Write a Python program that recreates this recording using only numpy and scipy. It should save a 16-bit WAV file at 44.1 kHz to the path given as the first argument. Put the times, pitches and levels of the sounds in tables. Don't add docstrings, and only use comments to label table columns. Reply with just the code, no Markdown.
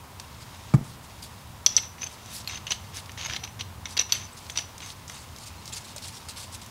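import sys
import numpy as np
from scipy import signal
from scipy.fft import rfft, irfft
from scipy.io import wavfile
from scipy.ndimage import uniform_filter1d, minimum_filter1d

SR = 44100
rng = np.random.default_rng(int(sys.argv[2]) if len(sys.argv) > 2 else 0)


def waveform_to_disk(signal):
    frames = np.transpose(np.atleast_2d(signal))
    scaled = np.clip(frames, -1, 1) * 32767
    samples = np.round(scaled).astype(np.int16)
    wavfile.write(sys.argv[1], SR, samples)


def boost_factor(decibels):
    exponent = np.asarray(decibels, float) / 20
    return 10 ** exponent


N = 295470


def evened(x):
    return x / np.sqrt(np.mean(x ** 2) + 1e-20)


def read(points, hz):
    f, value = np.transpose(points)
    return np.interp(np.log(hz + 1), np.log(f + 1), value)


def add(mix, s, sound):
    part = mix[round(s * SR):][:len(sound)]
    part += sound[:len(part)]


def coloured(x, spectrum):
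    gain = boost_factor(read(spectrum, np.fft.rfftfreq(len(x), 1 / SR)))
    return irfft(rfft(x) * gain, len(x))


def bell(t, middle_s, half_s):
    return np.exp(-.5 * ((t - middle_s) / half_s) ** 2)


def resonate(x, hz, width):
    turn = np.exp(2j * np.pi * np.cumsum(hz * np.ones(len(x))) / SR)
    r = np.exp(-np.pi * width / SR)
    return 2 * (turn * signal.lfilter([1 - r], [1, -r], x / turn + 1e-18)).real


def resonate_twice(x, hz, width):
    return resonate(resonate(x, hz, width), hz, width)


def ringing(modes, t):
    return sum(boost_factor(db - 60 * t / t60) * np.sin(2 * np.pi * hz * t) for hz, db, t60 in modes)


def lumps(seconds, depth_db):
    size = max(round(seconds * SR), 1)
    wander = uniform_filter1d(uniform_filter1d(rng.standard_normal(N), size), size)
    return boost_factor(depth_db * evened(wander))


def slips(per_s, spread_db):
    size = boost_factor(spread_db * np.minimum(rng.exponential(1, N), 5)) * rng.choice([-1., 1.], N)
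    return evened(size * (rng.random(N) < per_s / SR))


# pitch_hz, density_db (per Hz)
SHOP_AIR = [(15, -36), (25, -12), (50, -11.5), (72, 3), (96, 3.5), (156, -5.5), (233, -8), (297, -14),
            (421, -16), (703, -14), (970, -9.5), (1620, -19), (5140, -25), (15500, -30.5)]
# time_s, level_db
RUMBLE = [(0, -48.5), (.95, -47), (1.06, -49), (1.84, -47.5), (1.97, -50.5), (2.37, -49), (2.41, -46),
          (3.85, -45.5), (4.09, -52.5), (4.18, -46.5), (4.3, -48.5), (6.7, -48)]


def shop():
    air = boost_factor(-45.0) * evened(coloured(rng.standard_normal(N), SHOP_AIR))
    bass = signal.sosfiltfilt(signal.butter(2, 220, fs=SR, output="sos"), air)
    s, db = np.transpose(RUMBLE)
    swell = boost_factor(np.interp(np.arange(N) / SR, s, db))
    return air - bass + swell * evened(bass)


# time_s, level_db
FIDGET = [(0, -74), (.2, -58.5), (.45, -55), (.72, -52.5), (.76, -67), (1.0, -73), (1.1, -55.5), (1.6, -62),
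          (1.9, -70), (2.1, -53), (2.65, -58), (2.85, -55), (3.6, -64), (3.8, -68), (4.3, -57),
          (5.0, -58.5), (5.5, -54.5), (6.7, -54.5)]


def pressure(moves, rest_db, lag_s=0.0021):
    t = np.arange(N) / SR
    level_db = np.interp(t, *np.transpose(FIDGET)) + rest_db
    for s, length, db, swell_db in moves:
        part = level_db[round(s * SR):round((s + length) * SR)]
        np.maximum(part, db + swell_db * np.linspace(-.5, .5, len(part)), out=part)
    keep = np.exp(-1 / (lag_s * SR))
    return signal.lfilter([1 - keep], [1, -keep], boost_factor(level_db))


# start_s, length_s, level_db, swell_db
SLIDES = [(0.408, 0.021, -49, -3), (0.736, 0.021, -47, -24), (0.836, 0.12, -54.5, -5),
          (1.028, 0.03, -53, -1), (1.222, 0.047, -48, -14), (2.108, 0.035, -50.5, 0),
          (2.284, 0.064, -48.5, 9), (2.346, 0.072, -44, -9), (2.692, 0.056, -48, 0),
          (2.942, 0.058, -43, -1), (3.879, 0.059, -48, 0), (4.116, 0.084, -46, -13),
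          (4.368, 0.026, -47.5, -6), (4.4, 0.19, -54.5, -2), (4.56, 0.058, -45.5, -10),
          (4.795, 0.13, -50.5, 10), (5.076, 0.17, -50.5, -4), (5.364, 0.079, -50.5, 11),
          (5.456, 0.029, -44, -1), (5.654, 0.043, -49.5, 9), (5.722, 0.029, -39, 0),
          (5.754, 0.029, -39.5, 4), (5.843, 0.015, -45, -2), (5.868, 0.049, -50.5, -2),
          (5.961, 0.039, -50, -21), (6.015, 0.044, -42.5, 4), (6.064, 0.03, -43, -1),
          (6.097, 0.083, -49, 9), (6.284, 0.036, -42.5, -8), (6.359, 0.025, -40.5, 5),
          (6.387, 0.033, -43.5, -5), (6.423, 0.028, -43, -5), (6.514, 0.042, -43.5, 11),
          (6.614, 0.034, -52.5, -26), (5.801, 0.015, -50, -3), (6.46, 0.021, -54, -8), (6.18, .08, -56, -3)]
# start_s, length_s, grit_db, tap_ring_db, swell_db
TWISTS = [(1.669, 0.12, -46.5, -44, 9), (1.79, 0.086, -52, -40, -8), (1.977, 0.036, -54, -46, 4),
          (2.22, 0.12, -50, -50.5, 8), (2.473, 0.11, -41, -44, 1), (2.931, 0.056, -44.5, -59, 7),
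          (3.172, 0.054, -39.5, -48, 4), (3.229, 0.041, -38, -40, 6), (3.275, 0.098, -39.5, -44, 2),
          (3.383, 0.11, -56, -49, 0), (3.89, 0.071, -51.5, -49, -5), (4.026, 0.072, -65, -50, -10),
          (4.157, 0.11, -45.5, -41.5, -6), (4.598, 0.093, -53.5, -46.5, -25),
          (4.816, 0.094, -47, -46.5, -6), (5.091, 0.086, -47.5, -52, 2)]
# start_s, length_s, grit_db, tap_ring_db
BITES = [(1.775, .019, -41, -34), (2.011, .016, -42, -39), (2.046, .018, -50, -41), (2.669, .037, -45, -60),
         (2.706, .016, -29.5, -32), (2.722, .038, -48, -51), (3.433, .022, -39.5, -43),
         (3.592, .031, -41, -40), (3.854, .022, -43.5, -47), (3.967, .014, -29.5, -44),
         (3.989, .006, -29.5, -22), (4.0, .024, -32, -34), (4.09, .025, -43, -45),
         (4.122, .038, -35.5, -34.5), (4.556, .019, -38.5, -40), (4.575, .005, -34, -35.5),
         (4.584, .013, -33, -36), (5.768, .022, -45, -58), (2.029, .014, -38, -38), (2.064, .009, -37, -42),
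         (2.553, .012, -42, -45)]
BITE_SWELL_DB = -7
DRAG_GRIT_DB, DRAG_RING_DB, RUB_DB = -7.5, -32, -15
FIDGET_RING_DB, FIDGET_GLOVE_DB = -21, -6


def movements():
    turns = TWISTS + [(*row, BITE_SWELL_DB) for row in BITES]
    s, length, grit_db, ring_db, swell_db = np.transpose(turns)

    def steel(db):
        return list(zip(s, length, db, swell_db))

    def drag(more_db):
        return [(start, long, db + more_db, swell) for start, long, db, swell in SLIDES]

    grind = pressure(steel(grit_db) + drag(DRAG_GRIT_DB), 0)
    ring = pressure(steel(ring_db) + drag(DRAG_RING_DB), FIDGET_RING_DB)
    slide = pressure(steel(grit_db + RUB_DB) + SLIDES, FIDGET_GLOVE_DB, lag_s=0.0048)
    return grind, ring, slide


# pitch_hz, density_db (per Hz)
GLOVE = [(900, -27), (1900, -17), (2700, -8), (4600, 1), (6300, -2.5), (8200, -2.5), (10600, -7.5),
         (12000, -14.5), (16000, -22)]
# time_s, peak_db, centre_hz
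SNAPS = [(0.198, -23, 5040), (0.3476, -45, 5640), (1.226, -37, 5920), (2.2598, -34, 6060),
         (2.4453, -34, 4280), (2.9691, -23, 5840), (3.059, -32, 4500), (3.1175, -30.5, 6300),
         (4.4657, -34, 4600), (4.5015, -26.5, 6340), (4.78, -28, 5930), (5.079, -30, 6300),
         (5.0973, -31, 6440), (5.362, -31, 4930), (5.385, -31.5, 6030), (5.656, -28, 5800),
         (5.677, -25.5, 4560), (4.8606, -33, 6480), (5.8461, -40, 4600), (6.0229, -33, 4980),
         (6.082, -26, 7200), (6.2868, -34, 7620), (6.2933, -32, 5070), (6.369, -31, 4450),
         (6.5467, -30, 7060), (6.6181, -38, 4430), (5.962, -25, 6900), (5.981, -25.5, 4800),
         (6.6617, -31, 6060)]


def gloves(slide):
    fizz = coloured(slips(6000, 2.9) + rng.standard_normal(N), GLOVE)
    z = signal.stft(fizz, nperseg=256)[2]
    patches = uniform_filter1d(rng.standard_normal(z.shape), 5, 0)
    patches = evened(uniform_filter1d(patches, 9, 1))
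    fizz = signal.istft(z * boost_factor(2.3 * patches), nperseg=256)[1][:N]
    out = boost_factor(1.0) * evened(fizz * lumps(0.004, 1.3)) * slide
    t = np.arange(round(0.021 * SR)) / SR
    for (s, db, hz), noise in zip(SNAPS, rng.standard_normal((len(SNAPS), len(t)))):
        pop = 0.95 * np.sin(2 * np.pi * hz * t) * bell(t, .0009, .00017)
        fray = evened(resonate_twice(noise, hz, 5700)) * boost_factor(-60 * t / 0.028)
        fray = fray * np.minimum(t / 0.0011, 1)
        add(out, s, boost_factor(db) * (pop + 0.36 * fray))
    return out


# time_s, peak_db, widest_s (time to the widest swing)
KNOCK = (.7385, -2.9, 0.00936)
# pitch_hz, level_db, t60_s
BENCH = [(123.3, 2.5, 0.068), (220, -14.5, 0.21), (323, -26, 0.37), (119.4, -20, 0.4), (70, -25, .26)]
PALM_S, PALM_DB = .0275, -12.0


def knock():
    out, t = np.zeros(N), np.arange(round(.4 * SR)) / SR
    s, db, widest = KNOCK
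    push = np.sin(np.pi / 2 * np.clip(t / widest, 0, 1))
    stiff = t - widest - 0.0049 * (np.exp(-t / 0.0047) - np.exp(-widest / 0.0053))
    since = np.maximum(t - widest, 0)
    swing = sum(boost_factor(d - 60 * since / t60) * np.cos(2 * np.pi * f * stiff) for f, d, t60 in BENCH)
    swing = swing * boost_factor(PALM_DB * np.clip((t - PALM_S) / 0.0044, 0, 1))
    noise = rng.standard_normal((2, len(t)))
    tick = boost_factor(-25.0) * evened(resonate_twice(noise[0], 930, 910)) * boost_factor(-60 * t / 0.064)
    tick_modes = [(845, -22, 0.017), (1200, -25, 0.067), (653, -26.0, 0.058), (2250, -28.0, 0.035)]
    tick = tick + ringing(tick_modes, t)
    shudder = evened(resonate(resonate(noise[1], 190, 230), 180, 180))
    shudder = boost_factor(-26.5) * shudder * boost_factor(-60 * t / 0.21) * push
    add(out, s, boost_factor(db) * (0.5 * swing * push + tick + shudder))
    return out


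# time_s, peak_db, pitch_hz
JOLTS = [(0.7546, -25, 270), (0.7614, -21, 190), (1.766, -35, 610), (.791, -24, 190), (.812, -25, 200),
         (1.504, -34, 150), (1.663, -38, 600), (3.27, -42, 660), (3.284, -36, 646), (3.433, -34.5, 790),
         (3.995, -33, 473), (5.962, -35, 600), (4.575, -42, 710), (3.262, -45, 696), (3.336, -41, 730),
         (3.364, -38, 800)]


def jolts():
    out, t = np.zeros(N), np.arange(round(.4 * SR)) / SR
    for s, db, hz in JOLTS:
        add(out, s, boost_factor(db) * ringing([(hz, -2, .04), (1.67 * hz, -13, .025)], t))
    return out


# middle_s, half_length_s, level_db
SWISHES = [
    (1.237, 0.0092, -49),
    (2.358, 0.024, -43.5),
    (2.97, .018, -50),
]


def swishes():
    t = np.arange(N) / SR
    flick = sum(boost_factor(db) * bell(t, s, length) for s, length, db in SWISHES)
    return flick * evened(resonate_twice(rng.standard_normal(N), 10700, 5000))


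# time_s, peak_db, contact_hz, tap_ring_db, tap_ring_hz
CLINKS = [(1.6624, 1.5, 3840, -3, 5840), (1.6632, -1.5, 4300, -40, 5900), (1.6643, -6.5, 3480, -40, 5900),
          (1.7657, -7, 5470, 2, 5850), (1.7676, -11, 4620, -40, 5900), (2.4747, -17, 4100, -40, 5860),
          (2.668, -14.5, 3100, -17, 6140), (2.7192, -5.5, 4050, -14, 6160), (2.7235, -12, 2960, -22, 6400),
          (3.3348, -13.5, 2600, -14, 5820), (3.3631, -11.5, 3600, -34, 5760),
          (3.856, -17.5, 2190, -8.5, 5900), (3.9685, -10.5, 3850, -16, 5870),
          (3.9744, -4.5, 3840, -19, 5900), (3.9942, -2, 3750, -10, 5820), (4.1223, -3.5, 4560, -7, 5920),
          (4.15, -19, 3600, -13, 6140), (4.574, -6, 3760, -11.5, 5860), (4.586, -21, 2720, -6, 5900)]
# time_s, peak_db, contact_hz
TICKS = [(1.7764, -12, 3520), (1.7794, -14, 2670), (1.7819, -10.5, 3080), (1.7844, -19, 3650),
         (1.8342, -22.5, 3340), (1.982, -29, 2110), (2.496, -17, 2800), (2.572, -21, 3020),
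         (2.6774, -24, 2930), (3.094, -21.5, 2360), (3.1758, -22, 2140), (3.1818, -23, 3560),
         (3.1964, -21, 2740), (3.2115, -20, 3580), (3.249, -17.5, 2250), (3.2979, -14, 2450),
         (3.326, -18.5, 2090), (3.3462, -24, 2820), (3.4377, -13.5, 3530), (3.475, -23, 2760),
         (3.592, -29, 2600), (3.6093, -10.5, 3380), (4.004, -24, 3600), (4.012, -24, 2820),
         (4.498, -16, 3120), (4.804, -21.5, 3140), (4.9024, -21, 3670), (5.0972, -20.5, 2100),
         (3.3085, -21, 2470), (3.2599, -17, 2070), (3.231, -20, 2600), (2.512, -27, 3000),
         (2.547, -23, 3580), (4.003, -28, 2000)]
TICK_RING_DB, TICK_RING_HZ, TICK_RING_SPREAD = -19.5, 5920, 0.011
# delay_s, level_db
ECHOES = [(.0022, -6), (.0042, -13)]
# pitch_hz, width_hz, level_db
HELD = [(1740, 37, -6.5), (2120, 84, 4.5), (2750, 380, -5), (3280, 85, 5), (3750, 190, -1.5),
        (4560, 61, 4.5), (5180, 104, -1)]
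# pitch_factor (on the ring pitch), level_db, t60_s
TAP = [(.957, -6, 0.021), (1.002, 1, 0.022), (1.006, -13, 0.043), (1.021, -27, 0.038), (1.001, -45, .3),
       (1.01, -36, .18), (1.019, -38, .28)]
HISS_DB, HISS_PER_DB, HISS_PER_RING = -32, 4, .1


def clinks():
    out, t = np.zeros(N), np.arange(round(.14 * SR)) / SR
    ring_hz = TICK_RING_HZ * (1 + TICK_RING_SPREAD * rng.standard_normal(len(TICKS)))
    rows = CLINKS + [(*row, TICK_RING_DB, hz) for row, hz in zip(TICKS, ring_hz)]
    bounces = np.zeros(round(.01 * SR))
    bounces[0] = 1
    for delay, echo_db in ECHOES:
        bounces[round(delay * SR)] = boost_factor(echo_db)
    edge = boost_factor(-14) * np.sin(2 * np.pi * 10500 * t) * bell(t, .0005, .00005)
    for (s, db, hz, tap_db, tap_hz), noise in zip(rows, rng.standard_normal((len(rows), len(t)))):
        pulse = np.sin(2 * np.pi * hz * t) * bell(t, .0006, .00016) + edge
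        buzz = 0.33 * evened(resonate_twice(noise, hz, 1900))
        buzz = buzz + 0.034 * evened(resonate(noise, 940, 600))
        weights = np.tanh(noise[-len(HELD):])
        held = sum(w * ringing([(f, d - 20.0, 1.16 / width)], t) for w, (f, width, d) in zip(weights, HELD))
        held = held + ringing([(hz, -11.5, .02)], t)
        hiss_db = HISS_DB + HISS_PER_DB * db + HISS_PER_RING * tap_db
        hiss = boost_factor(hiss_db) * evened(resonate(resonate(noise, 7000, 6000), 9200, 6000))
        tap = boost_factor(tap_db + 4.5) * ringing([(f * tap_hz, d, t60) for f, d, t60 in TAP], t)
        sharp = np.clip(1 - boost_factor(tap_db + 3.5), .25, 1)
        add(out, s, boost_factor(db) * 1.14 * sharp * np.convolve(pulse[:200], bounces))
        rattle = (buzz + hiss) * boost_factor(-60 * t / 0.029) + held + tap
        add(out, s + 0.00019, boost_factor(db) * rattle * np.minimum(t / 0.0002, 1))
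    return out


# time_s, peak_db, pitch_hz
FAVOURED = [(1.6632, -15, 3330), (1.6652, -21.5, 2750), (1.6636, -36, 2100), (1.6628, -24, 6800),
            (1.663, -33, 8400), (1.7659, -31, 6900), (1.766, -31, 8400), (1.766, -33, 9200),
            (1.766, -36, 10500), (2.031, -26, 2520), (2.4749, -22, 4190), (2.475, -27.5, 2510),
            (2.5562, -29, 2820), (2.6682, -23.5, 3330), (2.6776, -29, 2930), (2.7201, -14.5, 3080),
            (3.2101, -32, 3150), (3.2605, -29, 2930), (3.309, -28, 1690), (3.335, -27, 4900),
            (3.346, -28, 1760), (3.3634, -26, 2140), (3.8562, -34, 2200), (3.8562, -26, 3680),
            (3.968, -27, 2120), (3.9687, -23, 4590), (3.9902, -19, 2720), (3.9944, -28, 3280),
            (4.012, -25, 2800), (4.1228, -19.5, 2710), (4.1226, -17, 3280), (4.1226, -7.5, 4560),
            (4.166, -28, 3080), (4.575, -23, 2700), (4.586, -24, 3060), (4.586, -23, 4580)]


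def favoured_modes():
    out, t = np.zeros(N), np.arange(round(.04 * SR)) / SR
    for s, db, hz in FAVOURED:
        add(out, s, ringing([(hz, db, .021)], t) * np.minimum(t / 0.0006, 1))
    return out


# time_s, main_db, top_db, low_db, low_hz
NUT_RINGS = [(1.6641, -35, -42, -41, 7800), (1.777, -38, -58, -70, 7740), (1.8228, -45, -67, -66, 7650),
             (2.0383, -41, -61, -70, 8400), (2.0695, -65, -70, -46, 7840), (2.4755, -35, -64, -41, 7100),
             (2.6693, -51, -66, -62, 7630), (2.717, -43, -58, -39, 8000), (3.263, -41, -66, -55, 8080),
             (3.4396, -44, -65, -60, 8000), (3.9674, -52, -56, -53, 7600), (4.0075, -39, -46, -48, 7740),
             (4.1227, -27.5, -41, -45, 8450)]
NUT_HZ = 11490, 14460
NUT_T60_S = 0.034


def nut():
    out, t = np.zeros(N), np.arange(round(.2 * SR)) / SR
    main_hz, top_hz = NUT_HZ
    for s, db, top_db, low_db, low_hz in NUT_RINGS:
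        t60 = NUT_T60_S * boost_factor(.45 * max(db + 43, 0))
        modes = [(main_hz, db, t60), (top_hz, top_db, t60),
                 (low_hz, low_db + 7, NUT_T60_S), (10640, db - 10, .6 * t60)]
        add(out, s, ringing(modes, t) * np.minimum(t / 0.00098, 1))
    return out


# pitch_hz, density_db (per Hz)
GRIT = [(500, -4.5), (1300, 1), (2500, 1), (5000, -0.5), (7000, 0.5), (9000, -72), (16000, -42)]
# time_s, pitch_hz
TAP_HZ = [(0, 5930), (1.98, 5910), (2.05, 6160), (2.3, 6090), (2.5, 5980), (2.55, 6300), (2.7, 6090),
          (3.17, 6250), (3.27, 6450), (3.31, 5880), (4.12, 5950), (4.17, 6130), (4.3, 6040), (4.55, 5890),
          (4.78, 5900), (4.86, 6300), (6.7, 5900)]


def thread(grind, ring):
    drive = evened((slips(2000, 2.8) + .6 * rng.standard_normal(N)) * lumps(.003, 1.8))
    scrape = coloured(drive, GRIT)
    grit = .5 * scrape
    for k, (mode_hz, width, db) in enumerate(HELD):
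        grit = grit + (-1) ** k * boost_factor(db) * resonate(scrape, mode_hz, width)
    hz = np.interp(np.arange(N) / SR, *np.transpose(TAP_HZ))
    near = resonate(np.tanh(drive / 2), hz, 900)
    rub = near * ring / np.std(resonate(near, hz, 50))
    pair = resonate(rub, hz, 50) + .7 * resonate(rub, 1.012 * hz, 50) + .2 * resonate(rub, .95 * hz, 200)
    tight = np.clip(grind / boost_factor(-39), 0, 1)
    pair = (1 - tight) * pair + tight * .7 * resonate(rub, hz, 380)
    return evened(grit) * grind + boost_factor(-8.0) * pair


# middle_s, peak_db, ring_hz, half_length_s
GRAZES = [(2.022, -27, 5950, .0022), (2.0415, -24.5, 6260, .0028), (2.07, -32, 6180, .0029),
          (2.559, -31, 6100, .0024), (2.71, -23, 5900, .003), (3.2615, -25, 6450, .0014),
          (3.9962, -9, 5900, .0014), (4.003, -22, 6000, .002), (4.0155, -22, 5850, .0025),
          (4.156, -30, 6150, .003), (3.448, -37, 6200, .0028), (4.333, -41, 8000, .002),
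          (4.521, -38, 6200, .0025), (1.7683, -5.5, 5930, .001), (1.7722, -15, 5950, .0017),
          (1.67, -14, 5950, .0013), (1.6777, -24, 6000, .0008)]


def grazes():
    out, t = np.zeros(N), np.arange(round(.04 * SR)) / SR
    middle = t[-1] / 2
    for s, db, hz, length in GRAZES:
        add(out, s - middle, boost_factor(db) * np.sin(2 * np.pi * hz * t) * bell(t, middle, length))
    return out


# time_s, pitch_hz, level_db
SQUEAK = [
    [(2.475, 8100, -58), (2.497, 8388, -58), (2.519, 8389, -55), (2.545, 8008, -63)],
    [(5.565, 4159, -63), (5.573, 4090, -59), (5.587, 4203, -54), (5.605, 4178, -55)],
    [(5.732, 7250, -40), (5.737, 7280, -33), (5.742, 7400, -48)],
    [(2.016, 10650, -60), (2.034, 10650, -54), (2.05, 10620, -56)],
    [(1.773, 9170, -52), (1.785, 9170, -55), (1.797, 9170, -60)],
    [(1.771, 7810, -43), (1.79, 7810, -47), (1.806, 7800, -57)],
]


def squeak():
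    out = np.zeros(N)
    for s, hz, db in map(np.transpose, SQUEAK):
        t = np.arange(s[0], s[-1], 1 / SR)
        phase = 2 * np.pi * np.cumsum(np.interp(t, s, hz)) / SR
        tone = np.sin(phase) * signal.windows.tukey(len(t), .2)
        add(out, s[0], np.sqrt(2) * boost_factor(np.interp(t, s, db)) * tone)
    return out


# pitch_hz, t60_s
WALLS = [(300, 0.4), (2600, 0.38), (6000, 0.35), (14000, 0.29)]


def room(x, wet_db):
    taps = np.zeros(SR // 2)
    at = np.arange(300, len(taps) - 20, 20)
    taps[at + rng.integers(0, 20, len(at))] = rng.choice([-1., 1.], len(at))
    hz, t, z = signal.stft(taps, SR, nperseg=256)
    tail = signal.istft(z * boost_factor(-60 * t / read(WALLS, hz)[:, None]), SR, nperseg=256)[1]
    tail = boost_factor(wet_db) * tail / np.linalg.norm(tail)
    tail[0] += 1
    return signal.fftconvolve(x, tail)[:N]


def scene():
    grind, ring, slide = movements()
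    hands = gloves(slide) + swishes() + knock() + jolts()
    steel = boost_factor(-7.0) * clinks() + favoured_modes() + nut() + thread(grind, ring) + grazes() + squeak()
    return (room(hands + steel, wet_db=-15.5) + shop())[None]


def top_cut(x):
    return signal.sosfilt(signal.butter(12, 16510, fs=SR, output="sos"), x)


def record(dry):
    edge = signal.firwin(401, 15770, window=("kaiser", 8), fs=SR)[None]
    x = signal.oaconvolve(dry, edge, "same")
    headroom = minimum_filter1d(1 / np.maximum(abs(x), 1), size=81)
    return top_cut(x * uniform_filter1d(headroom, size=41))


dry = scene()
out = record(dry)
waveform_to_disk(out)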